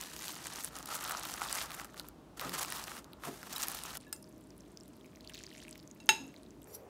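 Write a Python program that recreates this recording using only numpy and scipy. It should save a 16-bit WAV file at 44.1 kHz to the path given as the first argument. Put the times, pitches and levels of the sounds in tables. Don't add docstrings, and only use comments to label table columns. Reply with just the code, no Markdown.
import sys
import numpy as np
from scipy import signal
from scipy.fft import rfft, irfft, next_fast_len
from scipy.io import wavfile

SR = 44100
rng = np.random.default_rng(int(sys.argv[2]) if len(sys.argv) > 2 else 0)


def master_out(mix):
    frames = np.transpose(np.atleast_2d(mix))
    ceiling = np.clip(frames, -1, 1)
    pcm = np.round(ceiling * 32767).astype(np.int16)
    wavfile.write(sys.argv[1], SR, pcm)


def invert_db(level):
    return 10 ** (np.asarray(level, dtype=float) / 20)


N = 303828
MOVES_S = [3.979, 6.657]


def rms_one(x):
    return x / np.sqrt(np.mean(x ** 2) + 1e-20)


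def noise():
    return rng.standard_normal(N)


def in_time(rows):
    s, *columns = np.transpose(rows)
    return [np.interp(np.arange(N) / SR, s, c, left=-200, right=-200) for c in columns]


def drift(rate_hz):
    r = np.exp(-2 * np.pi * rate_hz / SR)
    once = signal.lfilter([1], [1, -r], rng.standard_normal(N + SR))
    return rms_one(signal.lfilter([1], [1, -r], once)[SR:])


def resonate(x, hz, width_hz):
    r = np.exp(-np.pi * width_hz / SR)
    zeros = (1 - r * r) / 2 * np.array([1, 0, -1])
    return signal.lfilter(zeros, [1, -2 * r * np.cos(2 * np.pi * hz / SR), r * r], x)


def body(x, peaks):
    return sum((-1) ** k * invert_db(db) * resonate(x, hz, width_hz)
               for k, (hz, width_hz, db) in enumerate(peaks))


def butter(x, order, hz, kind):
    return signal.sosfilt(signal.butter(order, hz, kind, fs=SR, output="sos"), x)


def colour(x, points):
    hz, db = np.transpose(points)
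    f = np.fft.rfftfreq(N, 1 / SR) + 1
    gain_db = np.interp(np.log(f), np.log(hz), db, left=-90, right=-90)
    return rms_one(irfft(rfft(x) * invert_db(gain_db), N))


def bursts(per_s, spread_db, length_s):
    sizes = invert_db(spread_db * np.minimum(rng.exponential(1, N), 3))
    slips = sizes * (rng.random(N) < per_s / SR)
    gate = signal.lfilter([1], [1, -np.exp(-1 / (length_s * SR))], slips + 1e-18)
    return gate * noise()


def puff(decay_s):
    return rng.standard_normal(1300) * np.exp(-np.arange(1300) / (decay_s * SR))


def add(out, s, sound, peak_db):
    at = round(s * SR)
    out[at:at + len(sound)] += (invert_db(peak_db) * sound / np.abs(sound).max())[:N - at]


def swell(start, end, db, rise_db_per_s, fall_db_per_s):
    t = np.arange(0, N, 8) / SR
    before, after = np.maximum(start - t, 0), np.maximum(t - end, 0)
    return np.repeat(invert_db(db - rise_db_per_s * before - fall_db_per_s * after), 8)[:N]


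# (start [s], end [s], rustle [dB], drumming re rustle [dB], graininess [0-1])
SPELLS = [(0, 0.19, -50.5, -9, 0.75), (0.182, 0.681, -51, -5, 0.85), (.69, .87, -59, 3, 0.66),
          (.87, 1.66, -49.5, 1, 0.93), (1.68, 1.853, -54.5, 3, 0.84), (1.87, 2.087, -65.5, 3, 1),
          (2.375, 2.38, -50.5, -3, 0.3), (2.394, 2.762, -51, -0.5, 0.76), (2.775, 2.988, -52, -2, 0.6),
          (2.96, 3.14, -78.5, 13.5, 1), (3.205, 3.23, -67, -4, 0.7), (3.232, 3.5, -55.5, -4, 0.3),
          (3.5, 3.986, -50, -4.5, 0.79)]
GRIP_DB_PER_S, LET_GO_DB_PER_S = 2200, 505
# (start [s], length [s], level [dB], extra drumming [dB])
TUGS = [(.003, 0.036, -49, 5.5), (0.213, 0.098, -45, -4), (0.445, 0.026, -47, -2),
        (0.52, 0.086, -46.5, 0.5), (0.75, 0.05, -53, -1.5), (0.907, 0.059, -45, 1.5),
        (1.013, 0.14, -45.5, 1), (1.172, 0.015, -43.5, -1), (1.3, 0.021, -45.5, -2),
        (1.413, 0.042, -45.5, 1.5), (1.48, 0.093, -45, -13), (1.536, 0.09, -40.5, -5),
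        (1.739, 0.0096, -49.5, -10), (1.794, 0.0089, -47.5, -3.5), (1.979, 0.016, -51.5, -5.5),
        (2.426, 0.025, -49, 10), (2.541, 0.017, -41.5, -0.5), (2.585, 0.045, -41.5, -1.5),
        (2.702, 0.037, -46, -1.5), (2.75, 0.074, -46, -0.5), (2.878, 0.041, -47, 0.5),
        (3.243, 0.033, -47, 5.5), (3.533, 0.041, -48, 3.5), (3.601, 0.039, -41.5, 0.5),
        (3.676, 0.1, -47, 1.5), (3.83, 0.068, -48.5, 0.5)]
TUG_RISE_DB_PER_S, TUG_FALL_DB_PER_S = 626, 412


def hands():
    spells = [swell(start, end, db, GRIP_DB_PER_S, LET_GO_DB_PER_S) for start, end, db, *_ in SPELLS]
    tugs = [swell(s, s + length, db, TUG_RISE_DB_PER_S, TUG_FALL_DB_PER_S)
            for s, length, db, _ in TUGS]
    bed = np.max(spells, axis=0)
    tug_drums = [tug * invert_db(row[3]) for tug, row in zip(tugs, TUGS)]
    drumming = np.max([bed] + tug_drums, axis=0)
    now = np.array(SPELLS)[np.argmax(spells, axis=0)]
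    return np.max([bed] + tugs, axis=0), drumming * invert_db(now[:, 3]), np.clip(now[:, 4], 0, 1)


def scattered(spread_db):
    return invert_db(spread_db * np.minimum(rng.exponential(1, N), 2.5)) * rng.choice([-1, 1], N)


CREASES_PER_S, CREASES_DB = 300, -9.5


def creases():
    sizes = scattered(8)
    born, dealt = rng.random(N) < CREASES_PER_S / SR, rng.integers(0, 10, N)
    return rms_one(sum(resonate(sizes * born * (dealt == k) + 1e-18, hz, 0.13 * hz) / np.sqrt(hz)
                       for k, hz in enumerate(np.geomspace(2000, 13000, 10))))


# (frequency [Hz], density [dB per Hz])
CRACKLE = [(880, -14), (1500, 12), (2220, 3), (2770, 8.5), (3180, 7), (5870, 8), (12000, 5.5), (15700, 0),
           (16100, -10), (16500, -45)]
# (frequency [Hz], width [Hz], level [dB])
DRUM = [(732, 420, 5.5), (1350, 247, 10.5), (1880, 780, -5)]
# (low [Hz], high [Hz])
PATCHES_HZ = [(700, 3000), (3000, 5500), (5500, 9500), (9500, 18000)]
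# (time [s], peak [dB], pitch [Hz])
PULL_SNAPS = [(0.192, -21, 6390), (0.236, -37, 4700), (0.2523, -23, 7540), (0.3195, -24, 9000),
              (0.4514, -32, 4400), (0.4692, -14, 7860), (0.5332, -36, 1630), (0.559, -19, 6500),
              (0.646, -9, 8800), (0.7658, -19.5, 8100), (0.828, -21, 7610), (0.8591, -20, 8950),
              (1.0151, -30, 1980), (1.0958, -12.5, 2780), (1.1717, -18, 5800), (1.2527, -15, 4060),
              (1.3395, -13.5, 6100), (1.512, -17, 3820), (1.5274, -7.5, 8400), (1.5553, -28, 5450),
              (1.589, -19, 6100), (1.706, -20, 2600), (1.7496, -32, 1620), (1.789, -28, 1600),
              (1.8467, -29, 1620), (1.9435, -28.5, 1640), (1.969, -32, 1970), (1.9969, -16.5, 4030),
              (2.0862, -22.5, 12000)]
# (time [s], peak [dB], pitch [Hz])
SMOOTH_SNAPS = [(2.379, -40, 1940), (2.3987, -24, 1780), (2.4123, -13.5, 1950), (2.442, -36, 1880),
                (2.4943, -31, 1910), (2.533, -22, 3640), (2.683, -23, 6320), (2.7026, -14, 8600),
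                (2.7232, -16.5, 1880), (2.7707, -20.5, 3800), (2.648, -25, 1290), (2.881, -19, 1400),
                (2.917, -25, 1490), (2.9674, -22.5, 1540), (3.044, -44, 1510), (3.133, -26.5, 3650),
                (3.2023, -53, 2010), (3.237, -21, 1530), (3.508, -43, 1560), (3.528, -16.5, 7200),
                (3.5647, -16, 3920), (3.6297, -9, 6560), (3.684, -8, 10900), (3.717, -15.5, 11200),
                (3.789, -20.5, 3940), (3.906, -19, 4160), (3.9539, -21, 11100), (3.9716, -15, 10500)]
# (time [s], peak [dB], pitch [Hz])
THUDS = [(0.432, -37, 1650), (1.1085, -17, 1300), (1.43, -22, 1300), (1.4518, -23, 1500),
         (1.798, -19, 1900), (2.045, -36.5, 934), (3.43, -24.5, 1200), (3.4705, -28, 1350),
         (3.54, -27, 1410), (3.58, -25, 1320), (3.8521, -23, 1180)]
# (time [s], peak [dB], pitch [Hz])
PULL_PRICKS = [(0.012, -22.5, 5400), (0.0252, -27, 2870), (0.0374, -29, 4390), (0.0842, -40, 5100),
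               (0.1643, -26, 2500), (0.2129, -39, 3040), (0.2817, -22, 4640), (0.3274, -29, 9000),
               (0.3546, -33, 8000), (0.3716, -33, 5720), (0.4804, -41, 5250), (0.535, -25.5, 8400),
               (0.6065, -32, 5370), (0.637, -24.5, 8090), (0.6634, -34, 11700), (0.676, -33, 7000),
               (0.6874, -34, 9310), (0.755, -29.5, 3970), (0.787, -25, 7410), (0.8574, -28.5, 8230),
               (0.8884, -46, 6680), (0.9046, -29, 2650), (0.9645, -27.5, 7500), (1.0021, -43, 6000),
               (1.0395, -24, 7140), (1.0435, -24, 6000), (1.063, -30, 7000), (1.077, -26, 5500),
               (1.1116, -24, 7100), (1.1204, -23, 8000), (1.196, -24, 8010), (1.2343, -24, 5510),
               (1.2885, -28, 4930), (1.299, -32, 2730), (1.3099, -26, 7910), (1.4077, -38, 2790),
               (1.4505, -33, 7570), (1.484, -33, 5270), (1.496, -28, 3630), (1.683, -40, 2520),
               (1.7174, -25, 3460), (1.748, -29, 7400), (1.7883, -38, 2680), (1.8463, -31, 8240),
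               (1.9774, -34, 4210)]
# (time [s], peak [dB], pitch [Hz])
SMOOTH_PRICKS = [(2.396, -19.5, 3470), (2.4493, -28, 3600), (2.4942, -23, 4180), (2.5474, -27, 3750),
                 (2.579, -34, 4150), (2.5935, -25, 6090), (2.6294, -18.5, 8200), (2.648, -23, 2650),
                 (2.6597, -27, 7450), (2.723, -17, 11500), (2.8397, -26, 6040), (3.532, -25, 9500),
                 (3.5612, -27, 13000), (3.582, -24, 9500), (3.5995, -28, 4000), (3.621, -18.5, 9000),
                 (2.9794, -34, 3270), (3.044, -36.5, 5270), (3.1217, -50, 4070), (3.2246, -44, 2780),
                 (3.5694, -24, 8950), (3.5814, -29, 3070), (3.6077, -31, 3660), (3.6338, -15, 7100),
                 (3.671, -28, 11900), (3.6994, -29, 12500), (3.7474, -23, 8910), (3.75, -24, 3830),
                 (3.8363, -22.5, 7110), (3.86, -29, 3930)]
SNAP_DRUM_DB, SNAP_DRUM_DB_PER_OCTAVE = -23.5, -4.5
TREBLE_HZ, TREBLE_SWING_DB = 7100, 3


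def film():
    crackle, drum, grain = hands()
    clumps = invert_db(2.2 * drift(60))
    slips = 0.43 * rms_one(bursts(500 * clumps, spread_db=4.5, length_s=0.00049))
    for band_hz in PATCHES_HZ:
        patch = rms_one(bursts(350 * clumps, spread_db=6.0, length_s=0.0011))
        slips += 0.94 * butter(patch, 1, band_hz, "band")
    slide = noise() * invert_db(2.9 * drift(64))
    rub = grain * rms_one(slips) + np.sqrt(1 - grain ** 2 + invert_db(-62.0)) * slide
    sheet = colour(rub, CRACKLE) + invert_db(CREASES_DB) * grain * creases()
    treble = butter(sheet, 1, TREBLE_HZ, "high")
    treble_db = TREBLE_SWING_DB * grain * drift(11.3) - 2.6 * grain
    out = crackle * (sheet + (invert_db(treble_db) - 1) * treble)
    slow = rms_one(bursts(200 * invert_db(3.2 * drift(30)), spread_db=0.5, length_s=0.0068))
    out += drum * rms_one(body(1.82 * rub + grain * slow, DRUM))
    for s, db, hz in PULL_SNAPS + SMOOTH_SNAPS + THUDS:
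        burst = puff(0.0005)
        edge = 0.37 * np.clip(hz / 3000, .3, 1) ** 2 * np.diff(burst)
        add(out, s, edge + 1.5 * resonate(burst, hz, 0.36 * hz)[1:], db - 7.5)
        drum_db = SNAP_DRUM_DB + SNAP_DRUM_DB_PER_OCTAVE * np.log2(hz / 2000)
        add(out, s, body(puff(0.0087), DRUM), db + drum_db)
    for s, db, hz in PULL_PRICKS + SMOOTH_PRICKS:
        burst = puff(0.0006)
        add(out, s, 0.34 * np.diff(burst) + 1.35 * resonate(burst, hz, 1.1 * hz)[1:], db - 1.0)
    return out * (np.arange(N) / SR < MOVES_S[0])


# (frequency [Hz], density [dB per Hz])
AIR_FILM = [(22, -30), (42, -14), (58, -2.5), (103, -10.5), (153, -2.5), (193, -6), (315, -2.5),
            (398, -9.5), (800, -16.5), (1100, -18.5), (1950, -29.5), (3580, -31.5), (16000, -43)]
# (frequency [Hz], density [dB per Hz])
AIR_TABLE = [(22, -31), (42, -27), (60, -4), (103, -2.5), (315, 4), (515, -9.5), (621, -7.5), (767, -15.5),
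             (924, -14), (2350, -27), (11800, -34.5), (16000, -36)]
# (frequency [Hz], density [dB per Hz])
AIR_CLOSE = [(35, -50), (60, -9), (250, -11.5), (427, -4), (1660, -27.5), (2250, -28), (4030, -40),
             (6000, -36), (12700, -45), (16000, -39)]
AIR_DB = [-56, -56, -55]
# (frequency [Hz], width [Hz], level [dB])
HUM = [(53.87, 2, -70), (622, 6.7, -73)]


def background():
    spot = np.searchsorted(MOVES_S, np.arange(N) / SR)
    airs = zip([AIR_FILM, AIR_TABLE, AIR_CLOSE], AIR_DB)
    out = sum((spot == k) * invert_db(db) * colour(noise(), points) for k, (points, db) in enumerate(airs))
    for hz, width_hz, db in HUM:
        hum = rms_one(resonate(resonate(noise(), hz, width_hz), hz, width_hz))
        out += (spot < 2) * invert_db(db) * hum
    return out


# (time [s], peak [dB], lingering [dB], crack [dB], crack pitch [Hz])
KNOCKS = [
    [(6.002, -57, -13, 7, 4000), (6.0907, -18, -20.5, 5.5, 2610)],
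    [(4.127, -35, -22, 3.5, 9200)],
]
# (frequency [Hz], struck on wall [dB], struck on rim [dB], t60 [s])
BOWL = [(381, -22, -34, 0.19), (877, -3.5, -15, 0.085), (1400, -2, -2, 0.023), (1694, -9, -9, 0.059),
        (2246, 0, -5, 0.015), (2700, 3, -12, 0.056), (3390, -7.5, -14, 0.034), (3850, -3.5, -16.5, 0.066),
        (4280, -14.5, -16, 0.043), (5096, -10, -2, 0.06), (5150, -8, -20, 0.043), (6560, 0, -27, 0.055),
        (7230, -15, -2, 0.042), (8200, -14, -3, 0.079), (9900, -13, 2, 0.037), (11800, -22.5, -22, 0.053),
        (12400, -18.5, -11, 0.045), (13810, -22, -4, .04), (2084, -19.5, -19, 0.066),
        (15400, -26.5, -7, .02)]
RING_SHARE = [1.166, 0.69]
# (t60 [s], its power of ring time [1], width [Hz], more width [Hz per Hz])
LINGER = (0.31, 0.13, 32, 0.006)
# (time [s], level [dB], frequency [Hz], t60 [s])
TOUCHES = [
    (1.497, -56, 1880, 0.15),
    (3.27, -42, 692, 0.21),
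    (3.56, -34, 3880, 0.023),
    (3.562, -39, 5270, 0.031),
    (4.066, -55.5, 1707, 0.14),
    (4.066, -65, 2690, 0.11),
    (4.068, -66, 3840, .08),
    (4.136, -64, 2700, 0.22),
    (6.199, -43.5, 269, 0.37),
]
RATTLE_DB, RATTLE_T60_S, RATTLE_HZ = [-16.5, -25], [0.12, 0.3], [3500, 8000]


def bowl():
    out, t = np.zeros(N), np.arange(SR // 2) / SR
    linger_t60, power, width_hz, wider = LINGER
    for place, knocks in enumerate(KNOCKS):
        share = RING_SHARE[place]
        for s, db, linger_db, crack_db, crack_hz in knocks:
            at = round(s * SR)
            for hz, *balance_db, free_t60 in BOWL:
                decay = invert_db(-60 * t / (share * free_t60))
                main = decay * np.sin(2 * np.pi * hz * t) * np.minimum(t / 0.0005, 1)
                wavering = rms_one(resonate(rng.standard_normal(len(t)), hz, width_hz + wider * hz))
                long_t60 = share * linger_t60 * (free_t60 / 0.068) ** power
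                lingering = invert_db(linger_db - 60 * t / long_t60) * wavering
                lingering *= np.minimum(free_t60 / .04, 1) ** 2 * (1 - np.exp(-t / .012))
                out[at:at + len(t)] += invert_db(db + balance_db[place]) * (main + lingering)
            crack = resonate(puff(0.0035), 0.6 * crack_hz, 0.9 * crack_hz)
            add(out, s, resonate(crack, crack_hz, 1.4 * crack_hz), db + crack_db)
            contact = resonate(puff(0.0002), crack_hz, crack_hz)
            add(out, s, contact, db + crack_db + 7.0)
            rattle_hz = RATTLE_HZ[place]
            wash = rms_one(resonate(rng.standard_normal(len(t)), rattle_hz, 1.9 * rattle_hz))
            out[at:at + len(t)] += invert_db(db + RATTLE_DB[place] - 60 * t / RATTLE_T60_S[place]) * wash
    for s, db, hz, t60 in TOUCHES:
        add(out, s, invert_db(-60 * t / t60) * np.sin(2 * np.pi * hz * t) * np.minimum(t / 0.0025, 1), db)
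    return butter(out, 2, 220, "high")


# (time of top [s], level [dB], t60 [s])
PATS = [
    (2.458, -43, 0.45),
    (3.277, -40.5, 0.27),
    (6.105, -43, 0.14),
    (6.215, -54, 1),
]
# (frequency [Hz], width [Hz], level [dB])
PAT = [(131, 22, 3.5), (324, 133, 3)]
PAT_RISE_DB_PER_S = 900.5


def palms():
    pump = sum(swell(s, s, db, PAT_RISE_DB_PER_S, 60 / t60) for s, db, t60 in PATS)
    return pump * rms_one(body(noise(), PAT))


# (time [s], level [dB])
DRIBBLE = [(4.0, -62), (4.16, -79), (4.27, -72), (4.6, -71.5), (5.12, -71), (5.4, -59), (5.5, -62.5),
           (5.62, -59), (5.85, -70), (6.3, -68.5), (6.89, -79)]
# (time [s], peak [dB], pitch [Hz])
TICKS = [(4.1624, -30.5, 6430), (4.2262, -29.5, 10500), (4.505, -36.5, 5160), (4.606, -34.5, 6230),
         (4.7728, -25.5, 5100), (4.834, -35, 7200), (4.88, -37, 13000), (4.9675, -52, 1550),
         (5.045, -37, 2190), (5.208, -30.5, 3860), (5.247, -30.5, 3950), (5.2748, -25, 4260),
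         (5.297, -28.5, 3050), (5.3182, -45, 3270), (5.3426, -24.5, 4000), (5.378, -29, 3630),
         (5.437, -22, 6000), (5.466, -26, 5040), (5.5043, -33, 3950), (5.528, -32, 2900),
         (5.681, -28.5, 2470), (5.71, -28, 8200), (5.728, -29, 4860), (5.756, -27.5, 2300),
         (5.8754, -33, 6900), (5.9126, -29, 6540)]
# (time [s], peak [dB], pitch [Hz])
SETTLING = [
    (6.3416, -34, 2120),
    (6.363, -33, 4030),
    (6.433, -39.5, 3980),
    (6.4633, -42, 3830),
    (6.5065, -34.5, 6600),
    (6.621, -39.5, 3200),
    (6.63, -38, 8000),
    (6.643, -31.5, 8200),
    (6.6724, -39, 2330),
]
# (time [s], peak [dB], pitch [Hz])
FIZZ = [(4.2911, -40, 10200), (4.3794, -42, 12100), (4.4104, -41, 11200), (4.579, -35, 11400),
        (4.7187, -41, 9190), (4.9671, -39, 11900), (5.4256, -47, 8850), (5.5444, -50, 8750),
        (5.7778, -35, 13300), (5.9484, -42, 13100), (6.0596, -34, 12700), (6.2387, -41.5, 10400),
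        (6.618, -38.5, 13000), (6.2667, -41, 12700), (6.2861, -41, 8200), (6.3819, -43.5, 8390),
        (6.068, -31, 6500), (6.16, -37, 11300)]
# (time [s], peak [dB], pitch [Hz])
STRANDS = [(4.228, -39, 5860), (4.2424, -39, 5160), (4.2751, -50, 4540), (4.414, -49, 3080),
           (4.6608, -50, 3710), (4.801, -41, 7590), (4.8086, -37, 5250), (5.0105, -44, 3000),
           (5.0573, -38, 2220), (5.062, -41.5, 6300), (5.1322, -48, 1940), (5.1517, -42, 2450),
           (5.1584, -40.5, 5600), (5.171, -41, 2070), (5.2364, -52, 4110), (5.2863, -47, 3220),
           (5.3005, -34, 1850), (5.3364, -34, 5230), (5.347, -32.5, 2660), (5.353, -30, 4050),
           (5.369, -35, 3820), (5.38, -34, 3660), (5.4004, -53, 2750), (5.411, -53, 5800),
           (5.5144, -38, 1920), (5.5385, -50, 2680), (5.5497, -40.5, 2010), (5.5624, -45, 2000),
           (5.5802, -38, 6910), (5.5894, -40, 6910), (5.6027, -43, 3390), (5.6176, -51, 2630),
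           (5.617, -42, 3680), (5.6511, -43, 2910), (5.692, -35, 8500), (5.7274, -36, 5000),
           (5.7506, -46, 2190), (5.7786, -39, 4860), (5.793, -40, 4590), (5.7994, -39, 4850),
           (5.828, -43, 3920), (5.8334, -51, 1960), (5.8574, -56, 6920), (5.9014, -48, 6590),
           (6.0392, -49, 5180), (6.2114, -47, 6400), (5.3215, -49, 6500), (5.289, -45, 10200),
           (5.4302, -46, 12500), (5.522, -51, 10000), (6.279, -39, 6820), (6.399, -60, 3840),
           (6.441, -49, 2790), (6.4754, -55, 2040)]
# (time [s], peak [dB], pitch [Hz])
SPECKS = [(4.003, -44, 8930), (4.011, -38, 8430), (4.0264, -51, 6000), (4.0677, -47, 8100),
          (4.0806, -48, 12400), (4.0944, -50, 13000), (4.2574, -56, 8140), (4.2867, -54, 7860),
          (4.2974, -52, 12500), (4.326, -47, 5880), (4.3625, -53, 6950), (4.4392, -48, 7240),
          (4.4712, -50, 8480), (4.5655, -50, 11400), (4.6803, -47, 8600), (4.7264, -55, 9060),
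          (4.8569, -48, 8000), (4.9337, -48, 7200), (5.0005, -55, 7910), (5.0325, -53, 5800),
          (5.2464, -57, 5870), (5.2954, -34, 8460), (5.3074, -56, 5810), (5.347, -33, 6760),
          (5.3894, -34, 6940), (5.4304, -53, 5780), (5.5373, -43, 11200), (5.5524, -45, 5960),
          (5.6824, -40, 8490), (5.8331, -49, 11800), (5.9723, -54, 8060), (6.4323, -42.5, 9100),
          (6.6179, -53, 7880)]
BUSY_TILT = .3


def noodles():
    sizes = scattered(3.7)
    busy_db, = in_time(DRIBBLE)
    clicks_per_s = 450 * invert_db(.9 * (busy_db + 60) + 2.5 * drift(15))
    born, dealt = rng.random(N) < clicks_per_s / SR, rng.integers(0, 14, N)
    tilt_db = -4 - BUSY_TILT * np.clip(busy_db + 64, -10, 10)
    seep = rms_one(resonate(resonate(noise(), 3300, 4000), 3500, 6000))
    fine = np.zeros(N)
    for k, hz in enumerate(np.geomspace(1700, 9500, 14)):
        ring = resonate(sizes * born * (dealt == k) + 1e-18, hz, 0.21 * hz)
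        fine += invert_db(tilt_db * np.log2(hz / 4500)) * resonate(ring, hz, 1.3 * hz)
    out = invert_db(busy_db) * (0.42 * rms_one(fine) + 0.35 * seep)
    small = [(s, db + 4.5, hz) for s, db, hz in STRANDS + SPECKS]
    for s, db, hz in TICKS + SETTLING + FIZZ + small:
        burst = puff(0.0008)
        ring = resonate(resonate(burst, hz, 0.18 * hz), hz, 3.3 * hz)
        add(out, s, 0.053 * np.diff(burst) + ring[1:], db - 10.0)
    return out


# (time [s], level [dB])
SCRAPE = [(6.67, -69), (6.736, -52.5), (6.752, -42), (6.772, -66), (6.8, -68), (6.88, -88)]
# (frequency [Hz], width [Hz], level [dB])
SPOON = [(4830, 430, -6), (5800, 280, 8), (7260, 200, 0), (8400, 570, 3), (10500, 720, 2.5),
         (11500, 200, -2), (12600, 170, 12), (13000, 300, -4), (14300, 1400, -11)]


def spoon():
    rub = noise()
    modes = sum(invert_db(db + 4.9 * drift(24.0)) * resonate(rub, hz, width_hz) for hz, width_hz, db in SPOON)
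    return invert_db(in_time(SCRAPE)[0]) * rms_one(modes + .04 * np.gradient(rub))


KITCHEN_T60_S, WALL_CUT_HZ, KITCHEN_DB = 0.3, 2500, -21


def kitchen(x):
    size = next_fast_len(N + SR)
    f = np.fft.rfftfreq(size, 1 / SR)
    t60 = KITCHEN_T60_S / (1 + f / WALL_CUT_HZ)
    lags_s = rng.uniform(.008, 0.038, 10)
    loops = [invert_db(-60 * lag / t60) * np.exp(-2j * np.pi * f * lag) for lag in lags_s]
    return irfft(rfft(x, size) * sum(g / (1 - g) for g in loops), size)[..., :N]


def scene():
    near = film() + palms() + noodles() + bowl() + spoon()
    before = np.arange(N) / SR < MOVES_S[0]
    echoes = kitchen(np.stack([near * before, near * ~before]))
    room = echoes[0] * before + echoes[1]
    return (near + invert_db(KITCHEN_DB) * room + background())[None]


def roll_off(x):
    return signal.sosfilt(signal.butter(12, 16970, fs=SR, output="sos"), x)


def record(dry):
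    overload = .5
    mix = overload * np.tanh(dry / overload)
    for stop_db, stop_hz in [(32, 16050), (50, 17200)]:
        mix = signal.sosfilt(signal.cheby2(12, stop_db, stop_hz, fs=SR, output="sos"), mix)
    return roll_off(mix)


dry = scene()
out = record(dry)
master_out(out)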